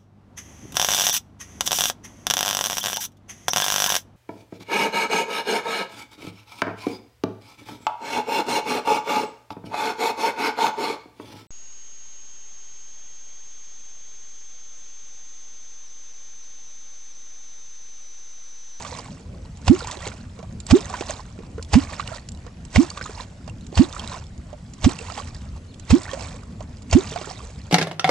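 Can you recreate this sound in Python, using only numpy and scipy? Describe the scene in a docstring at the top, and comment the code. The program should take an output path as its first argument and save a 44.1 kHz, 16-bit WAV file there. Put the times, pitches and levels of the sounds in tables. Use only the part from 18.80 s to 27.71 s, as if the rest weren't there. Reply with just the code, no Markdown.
"""A wooden catfish clonk strikes a river about once a second, worked from an inflatable boat.
Each stroke slaps the water and drags a pocket of air down; the pocket opens with a loud rising gulp.
Spray and bubbles fall back, with plops and drips on top, and ripples lap at the hull.
Behind it, a far bird chirps over the low rumble of the open air."""
import sys
import numpy as np
from scipy import signal
from scipy.io import wavfile
from scipy.ndimage import uniform_filter1d

SR = 44100
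rng = np.random.default_rng(int(sys.argv[2]) if len(sys.argv) > 2 else 0)


def store_wav(level_fs):
    """Save 16-bit WAV to argv[1]."""
    pcm = np.round(np.clip(np.atleast_2d(level_fs), -1, 1) * 32767)
    wavfile.write(sys.argv[1], SR, pcm.T.astype(np.int16))


N = 392931

# Clonk strokes: start_s, opens_after_s, gulp_end_hz, gulp_length_s, gulp_db, dip_tick_db,
# slap_db, slap_decay_s, crack_db, crack_hz
CLONK_STROKES = [(0.8784, 0.019, 399, 0.038, -3.7, -40, -14, 0.0055, -17, 860),
                 (1.908, 0.018, 451, 0.038, -2.7, -28, -10.5, 0.0057, -20, 1870),
                 (2.9321, 0.022, 324, 0.032, -4.2, -26, -15, 0.016, -15, 780),
                 (3.9572, 0.022, 368, 0.042, -5.8, -33, -11, 0.0074, -9, 2070),
                 (4.9725, 0.022, 389, 0.031, -3.8, -36, -17, 0.016, -15, 1000),
                 (6.0419, 0.02, 452, 0.019, -5.2, -33, -13, 0.0089, -19, 2720),
                 (7.103, 0.024, 398, 0.035, -4.3, -32.5, -16, 0.014, -14, 440),
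                 (8.1269, 0.024, 433, 0.033, -4.2, -36.5, -14.5, 0.01, -15, 694)]
# The direct gulp and its echoes off hull and fisherman: delay_s, left_gain, right_gain
GULP_PATHS = [(0, .45, 1), (.0019, .10, -.33), (.0063, -.26, -.105), (.0113, .11, .15), (.0159, .074, .045)]
# Thrown water raining back: start_s, end_s, fade_s, fizz_db, bubbling_db, last_landing_db
SPRAY_SHOWERS = [(0.0, 0.208, 0.12, -1, 0, -10), (0.955, 1.28, 0.077, 1, 2, -3),
                 (2.023, 2.296, 0.12, -1, 1.5, 6.5), (3.072, 3.361, 0.031, -1.5, 1, -11),
                 (4.078, 4.41, 0.047, -4, -3, 3), (5.134, 5.369, 0.031, -0.5, 3, -6),
                 (6.19, 6.38, 0.13, -0.5, 0, -2), (7.222, 7.44, 0.11, 0, 2.5, -12),
                 (8.252, 8.477, 0.21, 0.5, 0, -21)]
# Large bubbles from falling water and ripples: start_s, level_db, pitch_hz, t60_s, splash_relative_db
WATER_PLOPS = [(0.049, -27.5, 1146, 0.042, -5), (1.045, -26, 865, 0.035, -14),
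               (1.072, -24.5, 970, 0.031, -9), (1.17, -29, 361, 0.045, -6), (1.267, -22.5, 393, 0.03, -5),
               (1.59, -31, 445, 0.035, -6), (1.628, -30.5, 610, 0.035, -10), (2.139, -18, 963, 0.034, -14),
               (2.209, -18, 378, 0.032, -4.5), (2.297, -20, 580, 0.034, -18),
               (2.589, -27.5, 361, 0.027, -15), (2.78, -23.5, 425, 0.045, -19),
               (3.197, -15.5, 1160, 0.027, -13.5), (3.665, -32, 474, 0.045, -6),
               (4.174, -23.5, 1150, 0.03, -4), (4.212, -20.5, 1495, 0.022, -11),
               (4.259, -26.5, 1220, 0.063, -12), (4.294, -26.5, 403, 0.041, -26),
               (4.677, -29.5, 614, 0.031, -3.5), (4.926, -26.5, 361, 0.035, -16.5),
               (5.318, -27, 996, 0.035, -7), (5.342, -28, 1020, 0.052, -18),
               (5.729, -29, 580, 0.053, -12.5), (6.3, -26, 1270, 0.041, -7),
               (6.377, -21.5, 805, 0.043, -10), (7.292, -28, 1760, 0.045, -18),
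               (7.333, -22.5, 528, 0.088, -4), (7.806, -27.5, 606, 0.036, -10),
               (8.36, -17.5, 690, 0.059, -14.5), (8.413, -29, 360, 0.045, 2), (8.473, -27, 387, 0.045, -21)]
# Single drops that stand out: start_s, level_db, pitch_hz
LOUD_DRIPS = [(0.1873, -27, 7000), (0.991, -25, 4940), (1.072, -24.5, 6310), (1.1124, -22.5, 3450),
              (1.275, -23.5, 6960), (1.8666, -22, 7380), (2.056, -26, 6270), (2.0993, -26, 7000),
              (2.3072, -19, 6310), (3.276, -20.5, 2840), (3.488, -23, 6930), (3.519, -32, 7400),
              (4.1026, -21.5, 4430), (4.226, -26, 5230), (4.2403, -26, 4100), (4.2607, -27, 6700),
              (4.6967, -30.5, 2700), (4.9552, -22, 4500), (5.1273, -26.5, 3560), (5.1951, -19.5, 3160),
              (5.2757, -23, 3900), (6.189, -23, 2640), (6.5468, -30.5, 4760), (7.233, -27.5, 7000),
              (7.3147, -25, 3230), (8.112, -20, 4550), (8.2924, -28, 4820), (8.3123, -25, 5740)]
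# The far bird: centre_s, top_pitch_hz, level_db
BIRD_CHIRPS = [(4.829, 4230, -62), (6.902, 4350, -59), (7.024, 4160, -61)]
# Tone of the slap, droplet fizz, small bubbles, foam and open air: frequency_hz, level_db
SLAP_EQ = [(150, -8.5), (350, -3.5), (600, -1), (900, 0), (1500, -8.5), (2100, -7.5), (2800, -6.5),
           (3700, -12), (5000, -11), (7800, -15.5)]
FIZZ_EQ = [(600, -14), (1500, -11.5), (2200, -7), (4000, -2), (5000, -1.5), (7500, -1), (11000, -0.5)]
BUBBLING_EQ = [(200, -10.5), (400, -2), (700, 0), (1200, 2.5), (1700, -0.5), (2600, -2.5), (5000, -58.5)]
FOAM_EQ = [(200, -8.5), (400, -2), (650, 1.5), (1100, 1.5), (1700, -7.5), (2600, -12.5), (5000, -54)]
AIR_EQ = [(12, -21), (22, -31), (45, -1), (85, 2), (125, -6), (196, -7), (245, -10.5), (300, -19.5),
          (420, -23.5), (650, -26.5), (1000, -34.5), (2000, -37.5), (4000, -44), (8000, -45.5),
          (11000, -35.5)]
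# Stereo image of the open air: frequency_hz, left_right_correlation
AIR_CORRELATION = [(60, 1), (200, 1), (600, 0.61), (2000, 0.067), (8000, 0.72)]
# Microphone response: frequency_hz, gain_db
MICROPHONE_EQ = [(20, -0.5), (7800, 3), (8400, -3.5), (9100, -12.5), (11000, -15.5)]

THUMP_HZ, THUMP_DB = 77.8, -8.5
GULP_START_HZ, GULP_GLIDE_S, OPENING_S = 162, .0225, .0003
SKIM_RISE_S = .021  # the blade cuts the surface just before the slap
BURST_AFTER_S, BURST_RISE_S, BURST_FADE_S = .057, .031, .039  # the open pocket collapses into foam
LAP_AFTER_S, LAP_RISE_S, LAP_FADE_S = .725, .03, .05  # each stroke's ripple reaches the hull
# Balance of the water's phases: calm_db, skim_db, burst_db, shower_db, lap_db
FIZZ_DB = (-60.5, -33.5, -33, -39.5, -57)
BUBBLING_DB = (-61, -42, -30, -41.5, -50)
DIP_LEAD_S, DIP_HZ = .106, 7270  # the clonk touches the water ahead of each stroke
STRAYS_PER_S, STRAY_DB, STRAY_HZ = 4, (-38, -42), (2540, 7270)


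def gulps():
    """The air pocket thumps while it is dragged down, then opens and rings higher as it shrinks."""
    pocket, shove = np.zeros((2, N))
    t = np.arange(SR // 5) / SR
    push = np.sin(2 * np.pi * np.linspace(0, 1, SR // 30)) * signal.windows.hann(SR // 30)
    for start, opens, end_hz, length, gulp_db, *_ in CLONK_STROKES:
        age = np.maximum(t - opens, 0)
        opened = .5 + .5 * np.tanh((t - opens) / OPENING_S)  # crossfade from thump to gulp
        gulp_hz = end_hz + (GULP_START_HZ - end_hz) * np.exp(-age / GULP_GLIDE_S)
        gulp_level = gain_of(gulp_db) * np.exp(-(age / length) ** 2.7)
        hz = (1 - opened) * THUMP_HZ + opened * gulp_hz
        level = (1 - opened) * gain_of(THUMP_DB) + opened * gulp_level
        add(pocket, start, -level * np.sin(2 * np.pi * np.cumsum(hz) / SR))
        # the entering head shoves the water aside, and it swings back
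        add(shove, start - .3 * len(push) / SR, gain_of(-18) * push)
    stereo = np.array([shove, shove])
    for delay, left, right in GULP_PATHS:
        add(stereo[0], delay, left * pocket)
        add(stereo[1], delay, right * pocket)
    return stereo + gain_of(-17) * boat_reflections(pocket, t60=.17)


def slaps():
    """The clonk's head tears the surface: a crackle that builds, cracks and dies fast."""
    level, cracks = np.zeros((2, N))
    t = np.arange(-SR // 20, SR // 10) / SR
    peak_after_s, build_s, skim_s = .0025, .0022, .01
    attack = np.maximum(np.exp(-abs(t) / build_s), gain_of(-11) * np.exp(-abs(t) / skim_s))
    for start, *_, slap_db, decay, crack_db, crack_hz in CLONK_STROKES:
        peak = start + peak_after_s
        envelope = np.where(t < 0, attack, np.exp(-abs(t) / decay))
        add(level, peak + t[0], gain_of(slap_db) * envelope)
        # air pinched under the head rings briefly
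        add(cracks, peak, gain_of(crack_db) * bubble(crack_hz, t60=.011, rise=.05, attack_cycles=.8))
    crackle = rng.standard_normal(N) * gain_of(4 * flutter(samples=20))
    return level * unit_rms(equalise(crackle, SLAP_EQ)) + cracks


def spray():
    """Droplets patter back on the river in clumps, churn up foam and trap small bubbles."""
    fizz_level, foam_level, bubble_level = spray_envelopes()
    clumps = gain_of(2 * flutter(samples=1200))
    mist, churn = rng.standard_normal((2, N))
    patter = unit_rms(mist * gain_of(4.2 * flutter(samples=130)))
    droplets = bubble_swarm(1500, 10100, per_s=1200, ring_cycles=36)
    trapped = bubble_swarm(420, 2604, per_s=260, ring_cycles=27)
    fizz = fizz_level * unit_rms(equalise(droplets + gain_of(-1) * patter, FIZZ_EQ))
    foam = foam_level * unit_rms(equalise(churn, FOAM_EQ))
    bubbles = bubble_level * unit_rms(equalise(trapped, BUBBLING_EQ))
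    return clumps * (fizz + gain_of(-4) * foam + gain_of(-1.5) * bubbles)


def spray_envelopes():
    """Fizz, foam and bubble levels: calm water, skim, burst, shower and lap add up in power."""
    skim = burst = shower = lap = 0
    for start, *_ in CLONK_STROKES:
        collapse, arrival = start + BURST_AFTER_S, start + LAP_AFTER_S
        skim += swell(start, start, SKIM_RISE_S, BURST_RISE_S) ** 2
        burst += swell(collapse, collapse, BURST_RISE_S, BURST_FADE_S) ** 2
        lap += swell(arrival, arrival, LAP_RISE_S, LAP_FADE_S) ** 2
    for start, end, fade, fizz_db, bubbling_db, landing_db in SPRAY_SHOWERS:
        rain = gain_of([[fizz_db], [bubbling_db]]) * swell(start, end, rise_s=.055, fade_s=fade)
        last_sheet = gain_of(landing_db) * swell(end, end, rise_s=.026, fade_s=.026)
        shower += rain ** 2 + last_sheet ** 2
    powers = gain_of([FIZZ_DB, BUBBLING_DB]).T[:, :, None] ** 2
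    calm_power, skim_power, burst_power, shower_power, lap_power = powers
    settling = calm_power + shower_power * shower + lap_power * lap
    fizz, foam = np.sqrt(settling + skim_power * skim + burst_power * burst)
    return fizz, foam, np.sqrt(settling[1])


def plops():
    """A lump of water splashes, traps one large bubble and sheds four smaller ones."""
    out, t = np.zeros(N), np.arange(SR // 20) / SR
    splash_decay_s, shed_within_s = .0057, .02
    for start, db, hz, t60, splash_db in WATER_PLOPS:
        add(out, start, gain_of(db + .5) * bubble(hz, t60, rise=.074, attack_cycles=.27))
        splash = unit_rms(equalise(rng.standard_normal(len(t)), SLAP_EQ)) * np.exp(-t / splash_decay_s)
        add(out, start, gain_of(db + splash_db) * splash)
        for lateness, pitch in rng.random((4, 2)):
            small_hz = hz * (1.12 + 2.53 * pitch ** 2)
            small = bubble(small_hz, t60=13 / small_hz, rise=.08, attack_cycles=.4)
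            add(out, start + shed_within_s * lateness, gain_of(db - 8) * small)
    return out


def drips():
    """Loud drops, the tick of the clonk dipping in, and faint strays at random times."""
    out = np.zeros(N)
    for start, db, hz in LOUD_DRIPS:
        add(out, start, drop(db, hz, decay_s=.0016))
    for start, _, _, _, _, dip_db, *_ in CLONK_STROKES:
        add(out, start - DIP_LEAD_S, drop(dip_db, DIP_HZ * rng.uniform(.82, 1.1), decay_s=.0038))
    for when, faintness, pitch in rng.random((int(STRAYS_PER_S * N / SR), 3)):
        db = np.interp(faintness, (0, 1), STRAY_DB)
        hz = np.interp(pitch, (0, 1), STRAY_HZ)
        add(out, when * N / SR, drop(db, hz, decay_s=.0018))
    return out


def drop(db, hz, decay_s):
    """A tick on the surface and the ping of a tiny bubble."""
    t = np.arange(SR // 40) / SR
    out = unit_rms(equalise(rng.standard_normal(len(t)), FIZZ_EQ)) * np.exp(-t / decay_s)
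    add(out, 0, gain_of(-5) * bubble(hz, t60=.021, rise=.05, attack_cycles=.51))
    return gain_of(db) * out


def bubble(hz, t60, rise, attack_cycles):
    """A ringing bubble: it speaks within a cycle or so and bends up as it nears the surface."""
    t = np.arange(int(t60 * SR) + 8) / SR
    cycles = hz * t * (1 + rise * t / t60)
    attack = 1 - np.exp(-cycles / attack_cycles)
    ring = np.sin(2 * np.pi * cycles) * attack * np.exp(-np.log(1000) * t / t60)
    return ring / abs(ring).max()


def bubble_swarm(low_hz, high_hz, per_s, ring_cycles, spread_db=4.5, pitches=150):
    """Small bubbles across a pitch range ring at random times, most soft and a few loud."""
    out = np.zeros(N)
    per_pitch = int(per_s * N / SR / pitches)
    for hz in np.geomspace(low_hz, high_hz, pitches):
        ring = bubble(hz, t60=ring_cycles / hz, rise=.1, attack_cycles=.4)
        when, faintness = rng.random((400, 2))[:per_pitch].T
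        gains = gain_of(spread_db * np.minimum(-np.log(faintness), 4))
        for start, gain in zip(when * N / SR, gains):
            add(out, start, gain * ring)
    return unit_rms(out)


def boat_reflections(x, t60):
    """A short tail of sparse reflections off the boat and its gear, different on each side."""
    t = np.arange(SR // 4) / SR
    taps = rng.standard_normal((2, len(t))) * (rng.random((2, len(t))) < .1)
    taps *= np.exp(-np.log(1000) * t / t60)
    taps /= np.linalg.norm(taps, axis=1, keepdims=True)
    return signal.oaconvolve(x[None], taps, axes=1)[:, :N]


def bird():
    """Thin arched whistles that fall away at the end."""
    out, t = np.zeros(N), np.arange(-.028, .034, 1 / SR)
    arch_s = np.where(t < 0, .075, .043)
    envelope = signal.windows.tukey(len(t), .5)
    for centre, top_hz, db in BIRD_CHIRPS:
        hz = top_hz / (1 + (t / arch_s) ** 2)
        add(out, centre + t[0], gain_of(db) * envelope * np.sin(2 * np.pi * np.cumsum(hz) / SR))
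    return out


def open_air():
    """A bed of low rumble and faint hiss over the river, drifting in patches."""
    frames, hz = N // 512 + 5, np.fft.rfftfreq(2048, 1 / SR)
    left_re, left_im, side_re, side_im, patches = rng.standard_normal((frames, len(hz), 5)).T
    patches = uniform_filter1d(patches, size=12, axis=0)  # across pitch
    patches = unit_rms(uniform_filter1d(patches, size=8, axis=1))  # across time
    correlation = curve_at(AIR_CORRELATION, hz)[:, None]
    left = left_re + 1j * left_im
    right = correlation * left + np.sqrt(1 - correlation ** 2) * (side_re + 1j * side_im)
    spectra = np.array([left, right]) * gain_of(curve_at(AIR_EQ, hz)[:, None] + 2.6 * patches)
    _, bed = signal.istft(spectra, nperseg=2048, noverlap=1536)
    return gain_of(-38) * unit_rms(bed[:, :N])


def swell(start, end, rise_s, fade_s):
    """Exponential attack, hold from start to end, release."""
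    t = np.arange(N) / SR
    log_level = np.minimum((t - start) / rise_s, 0) + np.minimum((end - t) / fade_s, 0)
    return np.exp(np.maximum(log_level, -20))


def flutter(samples):
    """Random modulation at rms 1, smoothed over so many samples."""
    return unit_rms(uniform_filter1d(rng.standard_normal(N), size=samples))


def equalise(x, curve):
    """Minimum-phase EQ that follows a curve in dB."""
    hz = abs(np.fft.fftfreq(2048, 1 / SR))
    log_gain = np.log(gain_of(curve_at(curve, hz)))
    taps = np.fft.ifft(np.exp(np.conj(signal.hilbert(log_gain)))).real
    return signal.oaconvolve(x, taps)[:len(x)]


def curve_at(curve, hz):
    """Reads a curve on a log-frequency axis."""
    points_hz, values = np.transpose(curve)
    return np.interp(np.log(hz + 1), np.log(points_hz + 1), values)


def gain_of(db):
    """Decibels to amplitude."""
    return 10 ** (np.asarray(db) / 20)


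def unit_rms(x):
    """Scales to rms 1."""
    return x / np.sqrt(np.mean(x ** 2) + 1e-20)


def add(mix, start_s, sound):
    """Mixes a sound in at start_s."""
    part = mix[max(round(start_s * SR), 0):][:len(sound)]
    part += sound[:len(part)]


def scene():
    """Gulps up front, splashes jittering around a spot to the right, bird and air behind."""
    water = slaps() + spray() + plops() + drips()
    pan = flutter(samples=250)
    left = gain_of(-6.8 + 2.4 * pan) * water
    right = gain_of(-.5 - .6 * pan) * np.roll(water, 1)
    reflected = gain_of([[-16], [-12]]) * boat_reflections(water, t60=.035)
    return gulps() + np.array([left, right]) + reflected + bird() + open_air()


def record(dry):
    """The microphone loses the top of the treble and rounds the loudest peaks."""
    ceiling, cutoff_hz = .98, 11200
    dull = np.array([equalise(side, MICROPHONE_EQ) for side in dry])
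    rounded = dull / (1 + (dull / ceiling) ** 12) ** (1 / 12)
    lowpass = signal.firwin(401, cutoff_hz, window=("kaiser", 8), fs=SR)
    return signal.oaconvolve(rounded, lowpass[None], "same")


dry = scene()
out = record(dry)
store_wav(out)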